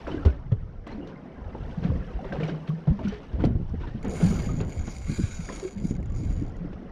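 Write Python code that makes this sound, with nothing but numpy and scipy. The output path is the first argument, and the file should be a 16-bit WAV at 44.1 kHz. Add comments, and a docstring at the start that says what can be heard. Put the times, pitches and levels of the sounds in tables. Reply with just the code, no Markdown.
"""A small boat rocks on a light sea: its hull thumps and low rings boom (sliding sines) as waves slap the side.
Slaps, spray and the wash along the hull are shaped noise mixed with showers of ringing bubbles.
From four seconds on a hooked fish pulls line in surges and the drag of the fishing reel buzzes:
a train of pin ticks rings the reel's resonances. Tackle clicks, wind buffets the microphone
with lumpy low noise, and a faint, steady hiss with a sharp upper edge lies behind."""
import sys
import numpy as np
from scipy import signal
from scipy.io import wavfile
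from scipy.ndimage import map_coordinates

SR = 44100
rng = np.random.default_rng(int(sys.argv[2]) if len(sys.argv) > 2 else 0)


def wav_record(signal):
    """Record a signal, one row per channel, as 16-bit PCM in the file named by sys.argv[1]."""
    frames = np.transpose(np.atleast_2d(signal))
    bounded = np.clip(frames, -1, 1)
    # unit amplitude maps onto the largest positive 16-bit level
    quanta = np.round(bounded * 32767).astype(np.int16)
    wavfile.write(sys.argv[1], SR, quanta)


N = 304731
TIME = np.arange(N) / SR
CREEP_PER_S = 52   # at or below this click rate the drag's steady run stops


def knocks():
    """Falling thumps of the hull, low booming rings from water and wind, and small plops beside the boat."""
    # the hull drops onto a wave: (t/s, relative peak/dB, pitch/Hz, t60/s)
    hull_thumps = [(0.253, -9, 84, 0.23), (0.518, -12, 117, 0.097), (1.892, -19.5, 85.6, 0.61),
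                   (2.142, -19.5, 51, 0.11), (2.897, -10.5, 70, 0.045), (3.33, -19.5, 67.4, 0.15),
                   (3.552, -9, 115.4, 0.017), (4.235, -18.5, 112.8, 0.51), (4.779, -22.5, 67.16, 0.19),
                   (5.232, -13, 106, 0.053), (6.074, -23, 68.1, 0.11)]
    # low booming rings, some from water under the hull, later ones from wind buffets:
    # (t/s, relative peak/dB, pitch/Hz, t60/s, glide/octaves per s)
    low_rings = [(.141, -25, 310, 0.069, 4.5), (.167, -27, 308, 0.035, -7), (.187, -35, 315, 0.26, -5.5),
                 (.94, -33.5, 217, 0.26, -1), (.978, -32, 263, 0.14, 4.5), (1.04, -44, 307, 0.08, 0),
                 (1.773, -23.5, 175, 0.062, -6.5), (1.815, -31, 171, 0.074, 0),
                 (1.845, -17, 174, 0.052, 0.5), (2.381, -25.5, 144.6, 0.12, 6.5),
                 (2.421, -22.5, 159.8, 0.32, 0.5), (2.512, -27.5, 155, 0.43, 0),
                 (2.686, -21.5, 154.8, 0.32, 0.5), (2.872, -13.5, 139.7, 0.13, 6),
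                 (2.913, -20.5, 213, 0.16, -1.5), (3.046, -22, 204, 0.14, 4.5), (3.07, -20, 200, 0.095, -1),
                 (3.12, -36, 432, 0.27, -1.5), (3.433, -23.5, 146, 0.35, 2.5), (3.437, -17, 311, 0.031, -4),
                 (3.462, -23.5, 230.7, .2, -0.5), (3.545, -21.5, 154.4, 0.14, 0),
                 (4.056, -26, 192.5, 0.23, 0.5), (4.224, -13.5, 161.4, 0.23, 5), (4.245, -31, 290, 0.1, 4),
                 (4.302, -20, 169, .09, 1), (4.389, -28.5, 169, .08, 0), (4.463, -24.5, 159.1, 0.044, 14),
                 (4.58, -30, 165, 0.24, 1.5), (5.074, -28.5, 150, 0.087, -2), (5.18, -19.5, 181, 0.05, -1),
                 (5.188, -26.5, 307.7, 0.079, 1.5), (5.388, -27.5, 177, 0.085, -5.5),
                 (5.627, -31, 409.7, 0.12, -9.5), (5.648, -26.5, 371, 0.13, 0.5),
                 (5.755, -32, 193.2, 0.45, 0.5), (5.838, -21, 162, 0.07, -2.5),
                 (5.976, -28.5, 170, .08, -2.5), (6.186, -28.5, 147, 0.046, 11),
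                 (6.228, -28, 270.4, 0.047, -1), (6.413, -29.5, 291.5, 0.09, -2.5),
                 (6.602, -29.5, 171.7, 0.33, 0), (6.643, -32, 297, 0.12, 0)]
    # single bubbles pinched off beside the boat:
    # (t/s, relative peak/dB, pitch/Hz, t60/cycles, glide/octaves per s)
    small_plops = [(.068,-32,1360,26,0), (.069,-35,1680,30,0), (.079,-26,555,19.1,-2), (.087,-29,947,46,1),
                   (.115,-38.5,3110,260,-1), (.122,-44,1530,550,-1), (.178,-41,1610,120,4),
                   (.207,-35.5,1290,420,3), (.251,-28,1060,30,0), (.26,-23,411,49,0.5),
                   (.281,-37.5,1454,190,3.5), (.324,-34.5,568,78,0), (.518,-29.5,414,59,2),
                   (.776,-44,710,25,0), (.87,-35,1045,24,0), (.871,-32,588,30,1), (.888,-42,2040,89,2),
                   (.902,-35,896,130,1.5), (.922,-42,4170,240,1), (1.003,-27,348.5,61,0),
                   (1.013,-43,2750,260,2), (1.02,-36,723,50,2), (1.095,-39,1120,70,2),
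                   (1.16,-47,2070,190,-1), (1.165,-41,980,60,4), (1.48,-35,550,33,-1), (1.549,-32,863,58,0),
                   (1.603,-37,430,28,2), (1.669,-33,440,28,4), (1.902,-37,1100,65,1), (1.917,-26,520,48,1),
                   (2.19,-25,757,26,0), (2.228,-31,600,26,2), (2.25,-26,530,22,0), (2.323,-23.5,1520,52,1),
                   (2.329,-24,568,99,0), (2.356,-30,743,45,0), (2.407,-22.5,436,105,0),
                   (2.432,-30,2350,130,0), (2.434,-33,2950,90,0), (2.49,-37,1610,130,2),
                   (2.522,-29,453,30,0), (2.703,-38,1160,88,2.5), (2.872,-22.5,713,21,-2),
                   (2.871,-25,470,17,0), (2.99,-30,900,32,0), (2.991,-32,660,30,0), (3.012,-29.5,604,58,1),
                   (3.072,-31.5,1390,77,2), (3.405,-35.5,1515,100,0), (3.44,-31,474,24,0),
                   (3.441,-28,733,34,1), (3.74,-27,472,18,-1), (3.835,-40,1003,180,1),
                   (3.865,-38,1716,310,1.5), (4.045,-30.5,568,40,1), (4.046,-34,806,50,0),
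                   (4.324,-26,402,37,0), (4.371,-36,1300,125,0), (4.49,-35,1214,125,1),
                   (5.222,-32,400,26,2), (5.489,-31,1750,42,0), (5.492,-29,2000,44,-2),
                   (5.497,-23,1076,45,0), (5.999,-38,624,14,3), (6.543,-42.5,1920,130,2),
                   (6.65,-35,430,28,1)]
    thump_glide = -6.5   # octaves per s
    thumps = [(*row, thump_glide) for row in hull_thumps]
    plops = [(s, db, hz, cycles / hz, glide) for s, db, hz, cycles, glide in small_plops]
    thump = booms(thumps, swell_cycles=0.91, rough=0.24, shake_rate=70)
    low_boom = booms(low_rings, swell_cycles=1.78, rough=0.12, shake_rate=200)
    plop = booms(plops, swell_cycles=1.1, rough=0.5, shake_rate=57)
    return from_db(-0.5) * thump + from_db(3.0) * low_boom + from_db(-4.0) * plop


def booms(table, swell_cycles, rough, shake_rate, waver_octaves=0.044):
    """Each sine ring swells over about a cycle or two, slides and wavers in pitch, and dies away."""
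    out = np.zeros(N)
    waver = waver_octaves * drift(38)
    for s, db, hz, t60, glide in table:
        span, t = event_span(s)
        pitch = hz * 2 ** (glide * t + waver[span])
        ring = np.sin(2 * np.pi * np.cumsum(pitch) / SR)
        out[span] += from_db(db) * swell_and_fade(t, swell_cycles / hz, t60) * ring
    # the level of the rings shakes at random
    return out * (1 + rough * drift(shake_rate))


def slaps(spray_cut_hz=7500):
    """A hollow smack on the side with a burst of bubbly spray; both swell and die quickly."""
    # waves slap the side: (t/s, relative body level/dB, relative spray level/dB, swell/s, t60/s)
    hits = [(0.07, -28, -48, 0.0019, 0.32), (.114, -38, -55.5, .002, 0.16),
            (0.249, -24.5, -47, 0.0023, 0.24), (0.516, -29, -54, 0.0036, 0.068),
            (0.866, -39, -53.5, 0.0025, 0.43), (0.915, -38.5, -60, 0.0032, 0.17),
            (1.07, -48, -58, 0.028, 0.12), (1.547, -36, -75, 0.0013, 0.18),
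            (1.815, -31, -50.5, 0.033, 0.23), (2.245, -31, -56, 0.0014, 0.061),
            (2.323, -27.5, -49, 0.0022, 0.15), (2.355, -34, -53.5, .002, 0.073),
            (2.399, -32.5, -50, 0.004, 0.27), (2.431, -38, -49.5, 0.004, 0.24),
            (2.479, -34, -49.5, 0.0092, 0.19), (2.666, -43, -49.5, 0.016, 0.091),
            (2.871, -30, -57, 0.0017, 0.19), (2.991, -30.5, -59, 0.0015, 0.2),
            (3.02, -55, -53.5, 0.027, 0.4), (3.075, -57, -59, 0.0044, 0.65), (3.115, -51, -57, .01, 0.23),
            (3.228, -57, -60.5, .004, .12), (3.325, -40.5, -61.5, .01, 0.22), (3.385, -35, -54, .03, 0.21),
            (3.437, -25, -45, 0.0028, 0.089), (3.449, -34, -46.5, 0.002, 0.041),
            (3.785, -41, -57, 0.031, 0.58), (3.87, -45, -58.5, .005, .12),
            (4.044, -30.5, -54, 0.0021, 0.44), (4.194, -26.5, -72, 0.013, 0.28),
            (4.602, -26, -46.5, 0.002, 0.13), (4.874, -30.5, -50.5, 0.002, 0.1),
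            (5.184, -52, -62, 0.0024, 0.055), (5.483, -37, -60, 0.0051, 0.82),
            (6.73, -34.5, -57.5, 0.00095, 0.084)]
    # colour of the hollow smack: (f/Hz, relative level/dB per Hz)
    body_colour = [(100, -20), (200, 4), (330, 1.5), (560, -4.5), (900, -11.5), (1500, -25.5),
                   (3000, -51.5)]
    # colour of the spray ahead of its low-pass: (f/Hz, relative level/dB per Hz)
    spray_colour = [(700, 0), (1400, 10.5), (2900, 5.5), (4200, -3.5), (5600, -8.5), (8000, -51),
                    (13000, -49)]
    body, spray = np.zeros((2, N))
    for s, body_db, spray_db, swell, t60 in hits:
        span, t = event_span(s)
        burst = swell_and_fade(t, swell, t60)
        body[span] += from_db(body_db) * burst
        spray[span] += from_db(spray_db) * burst
    churn = from_db(-4.5) * turbulence(body_colour, patchy_db=5.0, flutter_rate=16)
    churn = churn + from_db(-4.0) * bubbles(body_colour, per_s=1400, spread_db=2.0, sharpness=44)
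    droplets = turbulence(spray_colour, patchy_db=1.0, flutter_rate=35)
    droplets = droplets + from_db(2.0) * bubbles(spray_colour, per_s=1800, spread_db=2.0, sharpness=18)
    droplets = signal.sosfilt(signal.butter(2, spray_cut_hz, fs=SR, output="sos"), droplets)
    return body * churn + spray * droplets


def wash():
    """Large bubbles gurgle along the hull while small ones fizz and hiss in the foam."""
    # water along the hull: (t/s, relative gurgle, fizz and hiss levels/dB)
    levels = [(0.0, -45, -47, -62.5), (0.17, -41, -47.5, -61), (0.46, -53.5, -57, -76),
              (0.81, -49.5, -60, -78.5), (1.02, -40.5, -54.5, -72), (1.35, -44, -53, -74),
              (1.71, -43.5, -48.5, -63.5), (2.17, -42, -51.5, -65.5), (2.39, -34, -45, -62),
              (2.71, -45.5, -54.5, -67.5), (3.31, -46, -53.5, -66.5), (3.46, -36, -63.5, -74.5),
              (3.73, -72, -53, -71), (4.08, -35, -55.5, -67), (4.25, -42, -43, -53.5),
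              (4.66, -39, -53, -69), (4.89, -47.5, -53.5, -67), (5.41, -47, -57.5, -67),
              (5.81, -43.5, -60, -74), (6.08, -49.5, -56, -72.5), (6.39, -43, -56.5, -69.5),
              (6.91, -43.5, -54.5, -72)]
    # colours of the large, small and tiny bubbles, each: (f/Hz, relative level/dB per Hz)
    gurgle_colour = [(110, -8), (170, 10.5), (300, -1.5), (550, -1), (900, -23.5), (1500, -21)]
    fizz_colour = [(650, 8.5), (1000, 5.5), (1500, 2), (2000, -4), (2700, -21.5)]
    hiss_colour = [(2000, -4.5), (2900, 4.5), (4200, -8.5), (5600, -6), (7000, -25.5), (10000, -27),
                   (14000, -39)]
    gurgle_db, fizz_db, hiss_db = in_time(levels)
    large = bubbles(gurgle_colour, per_s=500, spread_db=2.0, sharpness=27)
    small = bubbles(fizz_colour, per_s=700, spread_db=4.0, sharpness=43)
    tiny = bubbles(hiss_colour, per_s=1800, spread_db=2.0, sharpness=32)
    swirl = turbulence(gurgle_colour, patchy_db=3.5, flutter_rate=21)
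    foam = turbulence(fizz_colour, patchy_db=5.0, flutter_rate=43)
    spume = turbulence(hiss_colour, patchy_db=2.5, flutter_rate=14)
    gurgle = from_db(-5.0) * large + from_db(-1.5) * swirl
    fizz = from_db(-3.5) * small + from_db(-7.0) * foam
    hiss = from_db(1.0) * tiny + from_db(-5.0) * spume
    return from_db(gurgle_db) * gurgle + from_db(fizz_db) * fizz + from_db(hiss_db) * hiss


def reel(fast_run=400):
    """A sprung pin ticks over the teeth of the turning spool, scraping after each tick; the reel rings."""
    # line pulled off in surges:
    # (t/s, drag click rate/per s, level of the clicking at this moment, added to the speed law/dB)
    drag_speed = [(4.095,51.6,3.5), (4.11,205,2), (4.165,307,5), (4.24,433,3.5), (4.35,340,1.5),
                  (4.46,200,2.5), (4.52,145,2), (4.58,180,1), (4.63,62.5,-1.5), (4.69,125,1),
                  (4.76,190,1.5), (4.84,126,0.5), (4.91,270,2.5), (4.98,154,5), (5.05,246,-1),
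                  (5.1,404,2.5), (5.42,374,0.5), (5.6,312,2.5), (5.675,250,2.5), (5.695,118,2),
                  (5.725,150,2), (5.755,64,-1), (5.81,87,2.5), (5.85,243,1.5), (5.915,212,-2.5),
                  (5.94,85,0), (5.965,71,0.5), (5.99,40,4.5), (6.145,39.6,5.5), (6.18,165,1.5),
                  (6.25,186,-3.5), (6.29,146,0.5), (6.33,107,1.5), (6.42,77,-1), (6.47,66,-4.5),
                  (6.495,43,5)]
    # the spool's ring: (f/Hz, width/Hz, relative level/dB)
    spool_modes = [(2184, 220, 7), (4690, 220, -5), (5930, 150, -2), (6810, 120, 9), (7050, 200, 2.5),
                   (9190, 400, -12), (10300, 1200, -22), (12000, 1600, -25), (13900, 800, -28)]
    # further reel resonances, somewhat stronger as the clicks get faster: (f/Hz, width/Hz, relative level/dB)
    further_modes = [(1560, 480, -2), (2330, 520, -5), (3220, 150, -11.5), (3900, 84, 4), (4200, 420, -6.5),
                     (4840, 73, 3.5), (5560, 370, -0.5), (9300, 3000, -11)]
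    # the ticks bounce off the deck and the side: (delay/s, level/dB)
    deck_echoes = [(.0037, -11), (.0061, -15)]
    drag_level_db, db_per_doubling = -50, 3.5   # speed law: level on a fast run; louder with speed
    turn_s, turn_takes_s = 5, 1
    screened_db, screened_hz = 5.5, 7050        # treble lost at this pitch
    rattle_db, rattle_hz = 6.0, 2200            # flutter of rattle_db at this pitch, deeper at lower pitches
    scrape, scrape_s = 0.09, 0.003              # strength and decay time
    wobble_s, drifting_db, further_cut_hz = 0.00008, 2.3, 9500

    per_s, moment_db = in_time(drag_speed)
    speed = per_s / fast_run
    pulling = per_s > CREEP_PER_S
    drag_db = drag_level_db + moment_db + db_per_doubling * np.log2(speed)
    ticks = pin_ticks(per_s)
    contact = signal.lfilter([1], [1, -np.exp(-1 / (scrape_s * SR))], ticks + 1e-18)
    force = ticks + scrape * contact * rng.standard_normal(N)
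    # the spool rattles on its shaft, which makes the low modes flutter
    flutter_db = rattle_db * np.tanh(drift(45))
    # the angler turns and his body screens the spool's treble, more with rising pitch
    in_view = np.clip((turn_s - TIME) / turn_takes_s + 0.5, 0, 1)

    def ring_modes(modes, open_db):
        """Sum the modes, each mode's level drifting slowly at random."""
        out = 0
        for k, (hz, width, db) in enumerate(modes):
            mode_db = db + open_db * hz / screened_hz
            mode_db = mode_db + drifting_db * drift(5.5) + flutter_db * rattle_hz / hz
            out = out + (-1) ** k * from_db(mode_db) * resonate(force, hz, width)
        return out

    spool = ring_modes(spool_modes, screened_db * in_view)
    further = ring_modes(further_modes, 0)
    further = signal.sosfilt(signal.butter(2, further_cut_hz, fs=SR, output="sos"), further)
    ring = spool + further * speed ** 0.47
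    echoes = sum(from_db(db) * np.roll(ring, round(delay * SR)) for delay, db in deck_echoes)
    # unit power on average over the time the line is pulled
    ring = rms_one(ring + echoes) * np.sqrt(pulling.mean())
    # the ring wavers in pitch
    ring = map_coordinates(ring, [(TIME + wobble_s * drift(4.5)) * SR], order=3)
    return from_db(drag_db) * ring + speed ** 2 * pulling * whine(per_s)


def pin_ticks(per_s, jitter=0.025, tooth_db=3.0, uneven_db=1.5, creep_db=-16, count=12):
    """Strong and weak teeth return on every turn; a creeping spool gives single ticks."""
    # between surges the spool creeps on by single teeth: (t/s, level relative to creep_db/dB)
    creep_ticks = [(4.029,-4), (4.048,0.5), (4.082,1.5), (5.782,-2), (6.002,-14), (6.028,-5), (6.058,-4),
                   (6.1,-5), (6.121,-3.5), (6.143,-7), (6.496,-8), (6.566,-3)]
    rate = (per_s > CREEP_PER_S) * per_s * (1 + jitter * drift(60))
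    teeth = np.ceil(np.cumsum(rate) / SR).astype(int)
    pattern = rms_one(from_db(tooth_db * rng.standard_normal(count)))
    uneven = from_db(uneven_db * rng.standard_normal(N))
    # the square root evens out the power of slow and fast trains
    ticks = np.diff(teeth, prepend=0) * pattern[teeth % count] * uneven / np.sqrt(per_s)
    for s, db in creep_ticks:
        ticks[round(s * SR)] += from_db(creep_db + db)
    return ticks


def whine(per_s, width_hz=110):
    """The spinning spool sings: narrow, rough tones whose pitch follows its speed."""
    # tones on a fast run: (multiple of the click rate, relative level/dB)
    tones = [(3.85, -55.5), (6.2, -59.5), (10, -64)]
    phase = 2 * np.pi * np.cumsum(per_s) / SR
    out = 0
    for k, db in tones:
        tone = drift(width_hz) * np.sin(k * phase) + drift(width_hz) * np.cos(k * phase)
        out = out + from_db(db) * tone
    return out


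def tackle():
    """Hard little contacts: a crisp click of noise and a brief metal ring of decaying sines."""
    # tackle is knocked and clicks: (t/s, click level/dB, ring level/dB)
    contacts = [(0.253, -47, -65), (0.52, -56.5, -72), (.873, -50, -65), (1.073, -55, -65),
                (2.324, -59, -70), (2.438, -54, -65), (2.477, -55, -52), (2.69, -43, -62),
                (3.083, -42, -49), (3.454, -43, -61), (3.694, -59, -71), (4.612, -48, -62)]
    # colour of the click: (f/Hz, relative level/dB per Hz)
    click_colour = [(2500, 5), (4200, 10), (6000, 1), (7500, -5), (10000, -19), (14000, -24)]
    # its metal rings: (f/Hz, relative level/dB, t60/s)
    metal_modes = [(3050, -4, 0.29), (3822, -9.5, .25), (4635, -5, 0.07), (5911, -2, 0.07),
                   (5652, -2, 0.057)]
    click, ring = np.zeros((2, N))
    strengths = from_db(2.0 * rng.standard_normal((len(contacts), len(metal_modes))))
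    for (s, click_db, ring_db), mode_strengths in zip(contacts, strengths):
        span, t = event_span(s)
        click[span] += from_db(click_db) * swell_and_fade(t, swell=0.0015, t60=0.027)
        for (hz, db, t60), strength in zip(metal_modes, mode_strengths):
            decay = from_db(ring_db + db - 60 * t / t60)
            ring[span] += strength * decay * np.sin(2 * np.pi * hz * t)
    return click * turbulence(click_colour, patchy_db=7.0, flutter_rate=16) + ring


def wind(level_db=5.5, lumpy_db=3.0, strong_gust_db=-37, eddy_growth=2.08):
    """Air hits the microphone port in lumps; strong gusts add smaller, higher eddies."""
    # gusts on the microphone: (t/s, relative rumble level/dB)
    gusts = [(0, -46), (.32, -39.5), (.7, -42.5), (.85, -50.5), (1.27, -59), (1.4, -41.5), (1.68, -44),
             (1.97, -33.5), (2.15, -48), (2.45, -51.5), (2.8, -59.5), (3.02, -35), (3.28, -53), (3.45, -32),
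             (3.75, -38), (4.15, -39.5), (4.55, -34.5), (5.03, -44), (5.2, -40.5), (5.7, -51.5),
             (5.86, -37), (6.3, -35), (6.62, -41.5), (6.91, -47)]
    # colours of the rumble and of the eddies, each: (f/Hz, relative level/dB per Hz)
    rumble_colour = [(20, 3.5), (45, -2), (72, -3), (110, -9), (180, -31)]
    eddy_colour = [(80, 8.5), (120, 11), (190, 0), (300, -3.5), (450, -15), (700, -40.5)]
    gust_db, = in_time(gusts)
    rumble_db = gust_db + level_db + lumpy_db * drift(3.6)
    rumble = from_db(rumble_db) * turbulence(rumble_colour, patchy_db=3.5, flutter_rate=26)
    lumps_db = 3.2 * np.minimum(drift(35), 1.8)
    # eddies grow about twice as fast in dB as the gust
    eddy_db = strong_gust_db + eddy_growth * (gust_db - strong_gust_db) + lumps_db
    return rumble + from_db(eddy_db) * turbulence(eddy_colour, patchy_db=0.5, flutter_rate=30)


def buffets(level_db=3.0, swell_s=0.0039):
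    """A lump of air breaks over the port with a short, rough thud."""
    # single buffets of air on the port: (t/s, relative level/dB, t60/s)
    lumps = [(1.872, -30.5, 0.39), (3.384, -27.5, 0.28), (3.472, -26, 0.088), (3.503, -32, 0.32),
             (3.598, -30.5, 0.11), (3.736, -30, 0.11), (3.873, -29, 0.059), (3.945, -31.5, 0.15),
             (4.331, -26.5, 0.3), (4.51, -32.5, 0.52), (4.66, -36, 0.15), (4.876, -32, 0.12),
             (5.094, -23, 0.057), (5.116, -27, 0.1), (5.183, -22, 0.19), (5.806, -30, 0.35),
             (5.85, -30, 0.042), (5.908, -23.5, 0.087), (5.995, -27, 0.055), (6.084, -34, 0.36),
             (6.197, -29, 0.078), (6.254, -29.5, 0.12), (6.418, -30, 0.098)]
    # colour of the thud: (f/Hz, relative level/dB per Hz)
    thud_colour = [(90, 2), (150, 12), (280, -1), (420, -24.5), (650, -37.5)]
    force = 0
    for s, db, t60 in lumps:
        force = force + from_db(db) * swell_and_fade(np.maximum(TIME - s, 0), swell_s, t60)
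    return from_db(level_db) * force * turbulence(thud_colour, patchy_db=1.0, flutter_rate=42)


def background_hiss(level_db=-81, low_hz=2000, high_hz=6120):
    """A faint, steady hiss: noise with a gentle lower slope and a sharp upper edge."""
    hiss = rng.standard_normal(N)
    hiss = signal.sosfilt(signal.butter(1, low_hz, "high", fs=SR, output="sos"), hiss)
    hiss = signal.sosfilt(signal.butter(12, high_hz, fs=SR, output="sos"), hiss)
    return from_db(level_db) * rms_one(hiss)


def turbulence(spectrum, patchy_db, flutter_rate):
    """Half-octave bands of noise, each swelling and sinking by itself; rms 1."""
    out, white = 0, rng.standard_normal((2, N))
    lowest, highest = spectrum[0][0] / 2 ** 0.5, spectrum[-1][0] * 2 ** 0.5
    for k, hz in enumerate(20 * 2 ** np.arange(0, 9.6, 0.5)):
        if lowest < hz < highest:
            edges = [hz / 2 ** 0.25, hz * 2 ** 0.25]
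            # neighbouring bands take different noises
            band = signal.sosfilt(signal.butter(2, edges, "band", fs=SR, output="sos"), white[k % 2])
            out = out + band * from_db(at_hz(spectrum, hz) + patchy_db * drift(flutter_rate))
    return rms_one(out)


def bubbles(spectrum, per_s, spread_db, sharpness, count=26):
    """Bubbles of random strength, each ringing briefly at one of a set of pitches; rms 1."""
    strengths = from_db(spread_db * np.minimum(rng.exponential(1, N), 4)) * rng.choice([-1, 1], N)
    births = strengths * (rng.random(N) < per_s / SR)
    dealt = rng.integers(0, count, N)   # which pitch each bubble gets
    out = 0
    for k, hz in enumerate(np.geomspace(spectrum[0][0], spectrum[-1][0], count)):
        ring = resonate(births * (dealt == k), hz, hz / sharpness)
        # a second, broad resonance trims the skirts
        out = out + from_db(at_hz(spectrum, hz)) * resonate(ring, hz, hz)
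    return rms_one(out)


def resonate(x, hz, width_hz):
    """A two-pole resonance with gain 1 on top."""
    r = np.exp(-np.pi * width_hz / SR)
    feedforward = np.array([1, 0, -1]) * (1 - r * r) / 2
    feedback = [1, -2 * r * np.cos(2 * np.pi * hz / SR), r * r]
    return signal.lfilter(feedforward, feedback, x + 1e-18)


def swell_and_fade(t, swell, t60):
    """A smooth rise to 1, then an exponential decay."""
    rise = np.sin(np.pi / 2 * np.minimum(t / swell, 1)) ** 2
    return rise * from_db(-60 * np.maximum(t - swell, 0) / t60)


def event_span(s):
    """The samples of an event from its start for up to half a second, and the time within it."""
    start = round(s * SR)
    t = TIME[:min(N - start, SR // 2)]
    return slice(start, start + len(t)), t


def drift(rate):
    """Smooth chance with spread 1: noise through two equal low-pass poles at rate in Hz."""
    step = 40   # samples between the drawn points
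    r = np.exp(-2 * np.pi * rate * step / SR)
    noise = rng.standard_normal(N // step + 2002)
    slow = signal.lfilter([1], [1, -2 * r, r * r], noise)[2000:]   # skip the settling
    return np.interp(np.arange(N) / step, np.arange(len(slow)), rms_one(slow))


def in_time(rows):
    """Each column of a curve at every sample."""
    s, *columns = np.transpose(rows)
    return [np.interp(TIME, s, c) for c in columns]


def at_hz(points, hz):
    """Read a spectrum on a log-frequency axis."""
    f, db = np.transpose(points)
    return np.interp(np.log(hz), np.log(f), db)


def from_db(db):
    """Decibels to gain."""
    return np.exp(np.asarray(db) * (np.log(10) / 20))


def rms_one(x):
    """Scale to unit power."""
    return x / np.sqrt(np.mean(x ** 2) + 1e-20)


def scene():
    """Hull, water, reel, tackle, wind and a faint background hiss at one microphone."""
    boat = knocks() + slaps() + wash()
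    gear = reel() + tackle()
    air = wind() + buffets()
    return (boat + gear + air + background_hiss())[None]


def record(dry, bass_cut_hz=18, top_cut_hz=14400):
    """The deepest bass and the top are cut."""
    dry = signal.sosfilt(signal.butter(2, bass_cut_hz, "high", fs=SR, output="sos"), dry)
    return signal.sosfilt(signal.ellip(10, 0.2, 70, top_cut_hz, fs=SR, output="sos"), dry)


dry = scene()
out = record(dry)
wav_record(out)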